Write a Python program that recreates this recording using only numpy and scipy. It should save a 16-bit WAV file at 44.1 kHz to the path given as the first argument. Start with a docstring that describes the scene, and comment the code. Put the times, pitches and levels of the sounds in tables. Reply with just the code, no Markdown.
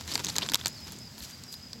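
"""Outdoors at a small twig fire, one microphone close in. Someone squatting beside it shifts their
weight and reaches across: dry twigs and grit crunch and snap, cloth and soil scuff, and the embers
tick now and then. Small birds peep in the distance. Behind it all lie a low rumble of air and a
faint hiss, and a low hum comes in at the end."""
import sys
import numpy as np
from scipy import signal
from scipy.fft import rfft, irfft, next_fast_len
from scipy.io import wavfile
from scipy.ndimage import uniform_filter1d

SR = 44100
rng = np.random.default_rng(int(sys.argv[2]) if len(sys.argv) > 2 else 0)


def put_to_file(sound):
    """Save the sound as 16-bit audio at rate SR, in the file named by the first command-line argument."""
    columns = np.atleast_2d(sound).T  # one column per channel
    safe = np.clip(columns, -1, 1)
    whole_steps = np.round(safe * 32767)
    wavfile.write(sys.argv[1], SR, whole_steps.astype(np.int16))


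N = 79380
TIME = np.arange(N) / SR

# spectrum of crunching grit: f/Hz, level/dB
GRIT_SPECTRUM = [(100, -7), (300, 4), (650, -3.5), (1000, -0.5), (2000, -2.5), (2800, 0.5), (4200, 4.5),
                 (6000, 1), (7600, -1), (8800, -8.5), (12000, -4), (15500, -19)]


def amp(db):
    """Decibels to gain."""
    return 10 ** (np.asarray(db) / 20)


def unit(x):
    """Scale to an rms of one."""
    return x / np.sqrt(np.mean(x ** 2) + 1e-18)


def curve(rows):
    """Gain over time from rows of t/s, level/dB."""
    return amp(np.interp(TIME, *np.array(rows).T))


def swell(middle, half):
    """Bell-shaped envelope; middle and half length in seconds."""
    return np.exp(-.5 * ((TIME - middle) / half) ** 2)


def drift(rate_hz):
    """Smooth random drift at an rms of one."""
    size = int(SR / rate_hz)
    return unit(uniform_filter1d(uniform_filter1d(rng.standard_normal(N), size), size))


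def butter(x, order, hz, kind):
    """Butterworth filter."""
    return signal.sosfilt(signal.butter(order, hz, kind, fs=SR, output="sos"), x)


def band(x, hz, width_hz):
    """Resonant band of x at an rms of one."""
    return unit(butter(x, 2, [hz - width_hz / 2, hz + width_hz / 2], "band"))


def colour(x, points, tilt_db=0):
    """Causal filter through f/Hz, level/dB points, tilted per octave above 1024 Hz; rms of one."""
    size = 2 * next_fast_len(len(x))
    octave = np.log2(np.maximum(np.arange(size // 2 + 1) * SR / size, 1))
    hz, db = np.array(points).T
    response_db = np.interp(octave, np.log2(hz), db) + tilt_db * np.maximum(octave - 10, 0)
    cepstrum = irfft(np.log(amp(response_db)))
    cepstrum[1:size // 2] *= 2  # fold to minimum phase
    cepstrum[size // 2 + 1:] = 0
    return unit(irfft(rfft(x, size) * np.exp(rfft(cepstrum)))[:len(x)])


def grains(spread_db, per_second=1600):
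    """Dense tiny clicks of uneven strength; each size of particle sounds in its own band."""
    # borders between particle sizes, coarse to fine: f/Hz
    borders = [1293, 2964, 5200, 8230]
    edges = [60, *borders, SR * .45]
    out = np.zeros(N)
    for low, high in zip(edges, edges[1:]):
        present = rng.random(N) < per_second / SR
        polarity = rng.choice([-1, 1], N)
        strength = amp(spread_db * np.minimum(rng.exponential(size=N), 4))
        out += butter(unit(present * polarity * strength), 2, [low, high], "band")
    return out


def hiss():
    """Faint open-air hiss without deep bass, wavering by about a decibel."""
    # spectrum of the hiss: f/Hz, level/dB
    spectrum = [(150, -13.5), (250, 3), (380, -12), (566, -7.5), (1140, -9.5), (1500, -7.5), (2130, -8),
                (3910, -12.5), (4900, -4.5), (6040, -10.5), (7700, -9), (9010, -28), (11500, -20.5),
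                (14900, -21), (16000, -18.5)]
    noise = butter(rng.standard_normal(N), 2, 180, "high")
    return colour(noise, spectrum) * amp(-53.5 + drift(4))


def rumble():
    """Low rumble of air and handling at the microphone, with a few soft bumps."""
    # spectrum of the rumble: f/Hz, level/dB
    spectrum = [(25, -24), (40, -12), (55, -6.5), (85, 0.5), (140, -0.5), (230, -2), (300, -12.5),
                (450, -17.5), (900, -21), (3000, -73.5)]
    # course of the rumble: t/s, level/dB
    levels = [(0, -47), (.13, -47.5), (.27, -45), (.35, -45.5), (.45, -46), (.6, -49), (.8, -49),
              (.96, -49.5), (1.13, -50.5), (1.3, -52.5), (1.55, -52), (1.8, -50.5)]
    # soft bumps: middle t/s, f/Hz, peak level/dB, half length/s
    bumps = [(.058, 82.2, -42.5, 0.0248), (.265, 169, -46, 0.0108), (.667, 132.5, -40, 0.0148),
             (1.218, 64.4, -43, 0.0119)]
    out = colour(rng.standard_normal(N), spectrum) * curve(levels)
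    for middle, hz, db, half in bumps:
        out += amp(db) * np.sin(2 * np.pi * hz * (TIME - middle)) * swell(middle, half)
    return out


def hum(start_s=1.72, rise_s=.039, hz=236.8):
    """A faint, slightly unsteady low tone and its octave come in at the end."""
    phase = 2 * np.pi * np.cumsum(hz * (1 + .01453 * drift(31.9))) / SR
    fade_in = np.clip((TIME - start_s) / rise_s, 0, 1)
    return amp(-47) * fade_in * (np.sin(phase) + amp(-11) * np.sin(2 * phase))


def flock():
    """The farthest birds, blurred into one thin band."""
    return amp(-59 + 2 * drift(6.3)) * band(rng.standard_normal(N), 4919, width_hz=318)


def birds(echo_db=-3, echo_decay_s=.035):
    """Distant thin peeps that fade in, flutter and mostly droop, blurred by the surroundings."""
    # bird calls: t/s, length/s, starting f/Hz, fall/Hz, level/dB
    peeps = [(0.679, 0.0815, 5090, 204, -54.5), (.688, 0.0363, 6840, 104, -59.5),
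             (.725, 0.0348, 5200, 66.5, -52), (0.747, 0.053, 4826, 753.5, -53),
             (0.779, 0.0463, 5385, 99.5, -58.5), (0.81, 0.0695, 5069, 117, -52.5),
             (0.944, 0.05, 5010, 217.5, -66.5), (.995, 0.068, 5140, 60.5, -56),
             (1.0, 0.044, 4890, 250, -67.5), (1.047, .058, 5080, 480.5, -53.5),
             (1.325, 0.0352, 4818, 204.5, -53), (1.428, .07, 5600, 302.5, -59),
             (1.471, 0.0784, 4902, -88.5, -48.5), (1.622, 0.0337, 5044, 128, -54),
             (1.662, 0.0228, 4950, 9, -54)]
    waver = 1 + .006 * drift(198)
    flutter = amp(2.5 * drift(98))
    out = np.zeros(N)
    for start, length, hz, fall_hz, db in peeps:
        progress = np.clip((TIME - start) / length, 0, 1)
        pitch = (hz - fall_hz * progress ** 1.4) * waver
        envelope = np.sqrt(np.pi * abs(np.sin(np.pi * progress)))
        out += amp(db) * envelope * flutter * np.sin(2 * np.pi * np.cumsum(pitch) / SR)
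    echo = unit(rng.standard_normal(N) * np.exp(-TIME / echo_decay_s)) / np.sqrt(N)
    return out + amp(echo_db) * signal.fftconvolve(out, echo)[:N]


def cloth():
    """Folds of clothing flap dully near the microphone, each a puff of low noise."""
    # flapping folds: middle t/s, half length/s, level/dB, f/Hz
    flaps = [(0.155, 0.0133, -42, 326), (0.26, 0.0199, -44.5, 268.6), (0.444, 0.0153, -46.5, 382),
             (0.518, 0.0192, -48, 252), (0.967, 0.0206, -47.5, 236.6)]
    noise = rng.standard_normal(N)
    return sum(amp(db) * band(noise, hz, width_hz=.612 * hz) * swell(middle, half)
               for middle, half, db, hz in flaps)


def sticks():
    """Sticks rasp in a narrow band as they drag over grit."""
    # dragging sticks: middle t/s, half length/s, level/dB, resonance f/Hz, width/Hz
    drags = [(0.122, 0.0044, -40.5, 4500, 1800), (0.292, 0.0061, -43, 6900, 2200),
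             (0.426, 0.00445, -32.5, 3710, 2400), (0.435, 0.00554, -35.5, 3820, 1500)]
    slips = grains(spread_db=4)
    return sum(amp(db) * band(slips, hz, width) * swell(middle, half)
               for middle, half, db, hz, width in drags)


def crunch():
    """Close by, grit grinds under the shifting weight, with short scuffs on top."""
    # grinding as the weight shifts: t/s, level/dB
    levels = [(0, -48.5), (.06, -50), (.09, -44.5), (.22, -48.5), (.33, -44), (.45, -46), (.58, -52.5),
              (.69, -50), (.78, -54), (.92, -51), (1.1, -59), (1.3, -54), (1.8, -60.5)]
    # scuffs of soil and cloth: middle t/s, half length/s, level/dB, treble tilt/(dB per octave)
    scuffs = [(0.1, 0.018, -40, -1.5), (0.124, 0.0069, -38, -2.5), (0.15, 0.00864, -36, 3.5),
              (0.199, 0.01094, -37.5, -4.5), (0.246, 0.0057, -36.5, 2), (0.293, 0.0082, -36, -1),
              (0.359, 0.00139, -36, 4), (0.392, 0.0106, -41, -6.5), (0.43, 0.0099, -37.5, -5),
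              (0.459, 0.0098, -43, -5.5), (0.596, 0.0093, -43, -1), (0.639, 0.0049, -42.5, -4.5),
              (0.677, 0.0098, -42.5, 3.5), (0.879, 0.00786, -42.5, -3.5), (0.931, 0.00555, -45.5, 0.5),
              (1.19, 0.0109, -49, 9.5), (1.237, 0.015, -43, 3), (1.298, 0.0237, -48.5, 2),
              (1.533, 0.0108, -45, 10)]
    scraping = grains(spread_db=4)
    out = colour(grains(spread_db=4.5), GRIT_SPECTRUM) * curve(levels)
    for middle, half, db, tilt_db in scuffs:
        near = abs(TIME - middle) < .08
        rub = colour(scraping[near], GRIT_SPECTRUM, tilt_db)
        out[near] += amp(db) * rub * swell(middle, half)[near]
    return out


def snaps(ring_ms=1, knock_ms=3.9, scatter_ms=5.7, splinter_spread_db=6.5):
    """Twigs, grit and embers snap up close: a splintering crack, a short ring, a knock and scatter."""
    # snaps: t/s, level over 2 ms/dB, ring f/Hz, ring against crack/dB, splinter decay/ms,
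    # knock/dB, crack's treble above 9 kHz/dB
    events = [(.0098, -36, 950, -3.5, 3.1, -3.5, 4), (0.0777, -35.5, 4300, -1.5, 1.6, -4, -3),
              (0.1162, -32.5, 4540, 8, 2, -15.5, -1.5), (.1380, -29.5, 5520, 5.5, 1.5, -18, -4.5),
              (0.144, -31, 7460, 2, 2.1, -16, 4), (.1551, -18.5, 4712, 2.5, 2.54, -8.5, -13),
              (.1780, -31, 2600, -8.5, 0.94, -6, 5.5), (.1934, -32.5, 3430, 0, 2, -10, 5.5),
              (.2005, -35.5, 3800, 3.5, 1.8, -1.5, 0.5), (.2470, -23.5, 6570, 6, 0.72, -16, 8.5),
              (0.2582, -30.5, 6140, 3, 0.54, -10, -10), (0.268, -27, 4250, -3.5, 1.0, -9.5, -2.5),
              (0.2852, -31, 6320, 0.5, 2.15, -8, -11), (.2890, -31.5, 7140, 7, 2.1, -14, -5),
              (.2979, -30, 4480, 0.5, 1.07, -18, -4), (0.3014, -29, 4870, -5.5, 1, -16, -6.5),
              (0.3562, -34, 4750, -12, 2.2, 1, -1), (0.3642, -23, 6590, -1, 0.53, -10, 4),
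              (.3660, -27, 4090, 2.5, .8, -13.5, -5.5), (0.3834, -18, 3940, -6.5, 3.06, -10, 3),
              (.4119, -36, 4930, 15.5, 1.5, -1, -0.5), (0.4208, -28, 3185, 23.5, 3, -11.5, -8),
              (.4490, -38.5, 3910, 15, 2, -7.5, 0), (0.4631, -34, 4540, -3.5, 1.57, -4.5, -2.5),
              (.4888, -24, 3457, 5, 0.71, -22, -24), (0.4974, -27.5, 4485, -1.5, 2.45, -11.5, -3),
              (0.5189, -29.5, 4700, -3, 1.03, -0.5, 8.5), (0.5365, -23, 3300, -0.5, 1.75, -9, 6.5),
              (0.5415, -34, 3580, -2, 1.34, -21, 10.5), (0.5447, -13.5, 3789, -5, 0.4, -16, 4.5),
              (.5556, -20.5, 4320, -1.5, 1.25, -8.5, 2), (0.5589, -46.5, 4000, 1, 1.5, -14.5, -1),
              (0.6126, -34, 3490, 14, 1.14, -7, -4), (0.6489, -32.5, 4430, 5, 0.77, -13.5, -17),
              (0.6585, -25.5, 4420, 3, 1.73, -7.5, 9), (0.6588, -20.5, 4036, -3.5, 1.85, -9, -1.5),
              (0.6694, -24.5, 3630, -3, 1.1, -12, -1), (.6810, -28.5, 7120, 0.5, 0.78, -22.5, 13),
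              (.9215, -38, 5300, -20.5, 1.56, -9.5, 15.5), (0.987, -43, 7250, 13, 1, -21, -2.5),
              (1.1807, -42, 5370, -3.5, 1.6, -3, 5), (1.2055, -38.5, 4173, 17, 1.4, -21.5, -2.5),
              (1.2287, -42, 4620, 3.5, 0.92, -20.5, 3.5), (1.2389, -45, 7600, -15, 1.2, -21, 10.5),
              (1.251, -38.5, 5000, 3.5, 1.43, -15.5, 2), (1.4376, -38.5, 7630, -7.5, 1.57, -27.5, 6.5),
              (1.5270, -38.5, 7940, -4.5, 1.5, -26.5, 13), (1.5405, -35, 4280, 5, 4, -20, 3),
              (1.7317, -32.5, 5020, 7, 1.0, -21, -15.5), (1.7334, -37.5, 4750, 6.5, 1, -17, 8.5)]
    # spectrum of the crack: f/Hz, level/dB
    crack_spectrum = [(200, -22.5), (680, -24), (900, -34), (1200, -20), (2000, -15.5), (2850, -11.5),
                      (3250, -1.5), (4300, 4.5), (5500, 2), (6400, -1), (7400, 4), (8700, -10.5),
                      (10000, -13.5), (11800, -11), (12800, -16), (13500, -16), (14800, -18), (16000, -33)]
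    # spectrum of the dull knock under it: f/Hz, level/dB
    knock_spectrum = [(80, -17.5), (300, -1.5), (650, -8.5), (950, 4), (1170, -5), (1500, 0.5),
                      (2100, -1.5), (3000, -6.5), (6000, -11), (16000, -70)]
    out = np.zeros(N)
    ms = np.arange(2048) * 1000 / SR
    impulse = unit(1. * (ms == 0))
    for start, db, hz, ring_db, decay_ms, knock_db, treble_db in events:
        splinter_noise, unevenness, scatter_noise, knock_noise = rng.standard_normal((4, len(ms)))
        strength = amp(splinter_spread_db * np.clip(unevenness, -2, 2))
        splinters = unit(splinter_noise * strength * np.exp(-ms / decay_ms))
        spectrum = [(f, level + treble_db * (f > 9000)) for f, level in crack_spectrum]
        crack = colour(impulse + amp(1) * splinters, spectrum)
        ring = unit(np.sin(2 * np.pi * hz * ms / 1000) * np.exp(-ms / ring_ms))
        knock = colour(knock_noise * np.exp(-ms / knock_ms), knock_spectrum)
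        # sound scattered off the ground and the body
        scatter = butter(scatter_noise * np.exp(-ms / scatter_ms), 1, 5000, "low")
        snap = unit(crack + amp(ring_db) * ring) + amp(knock_db) * knock
        snap += amp(-17) * colour(scatter, GRIT_SPECTRUM)
        snap *= amp(db) * np.sqrt(2 / ms[-1])  # energy referred to 2 ms
        first = int(start * SR)
        out[first:first + len(snap)] += snap[:N - first]
    return out


def scene():
    """The fireside and its surroundings at one microphone."""
    close = snaps() + crunch() + sticks() + cloth()
    return (close + birds() + flock() + rumble() + hum() + hiss())[None]


def record(dry, low_cut_hz=44.3, top_hz=16000):
    """The recorder cuts the deepest bass, clips at full scale and cuts the top."""
    clipped = np.clip(butter(dry, 5, low_cut_hz, "high"), -1, 1)
    return signal.sosfilt(signal.ellip(8, .2, 80, top_hz, fs=SR, output="sos"), clipped)


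dry = scene()
out = record(dry)
put_to_file(out)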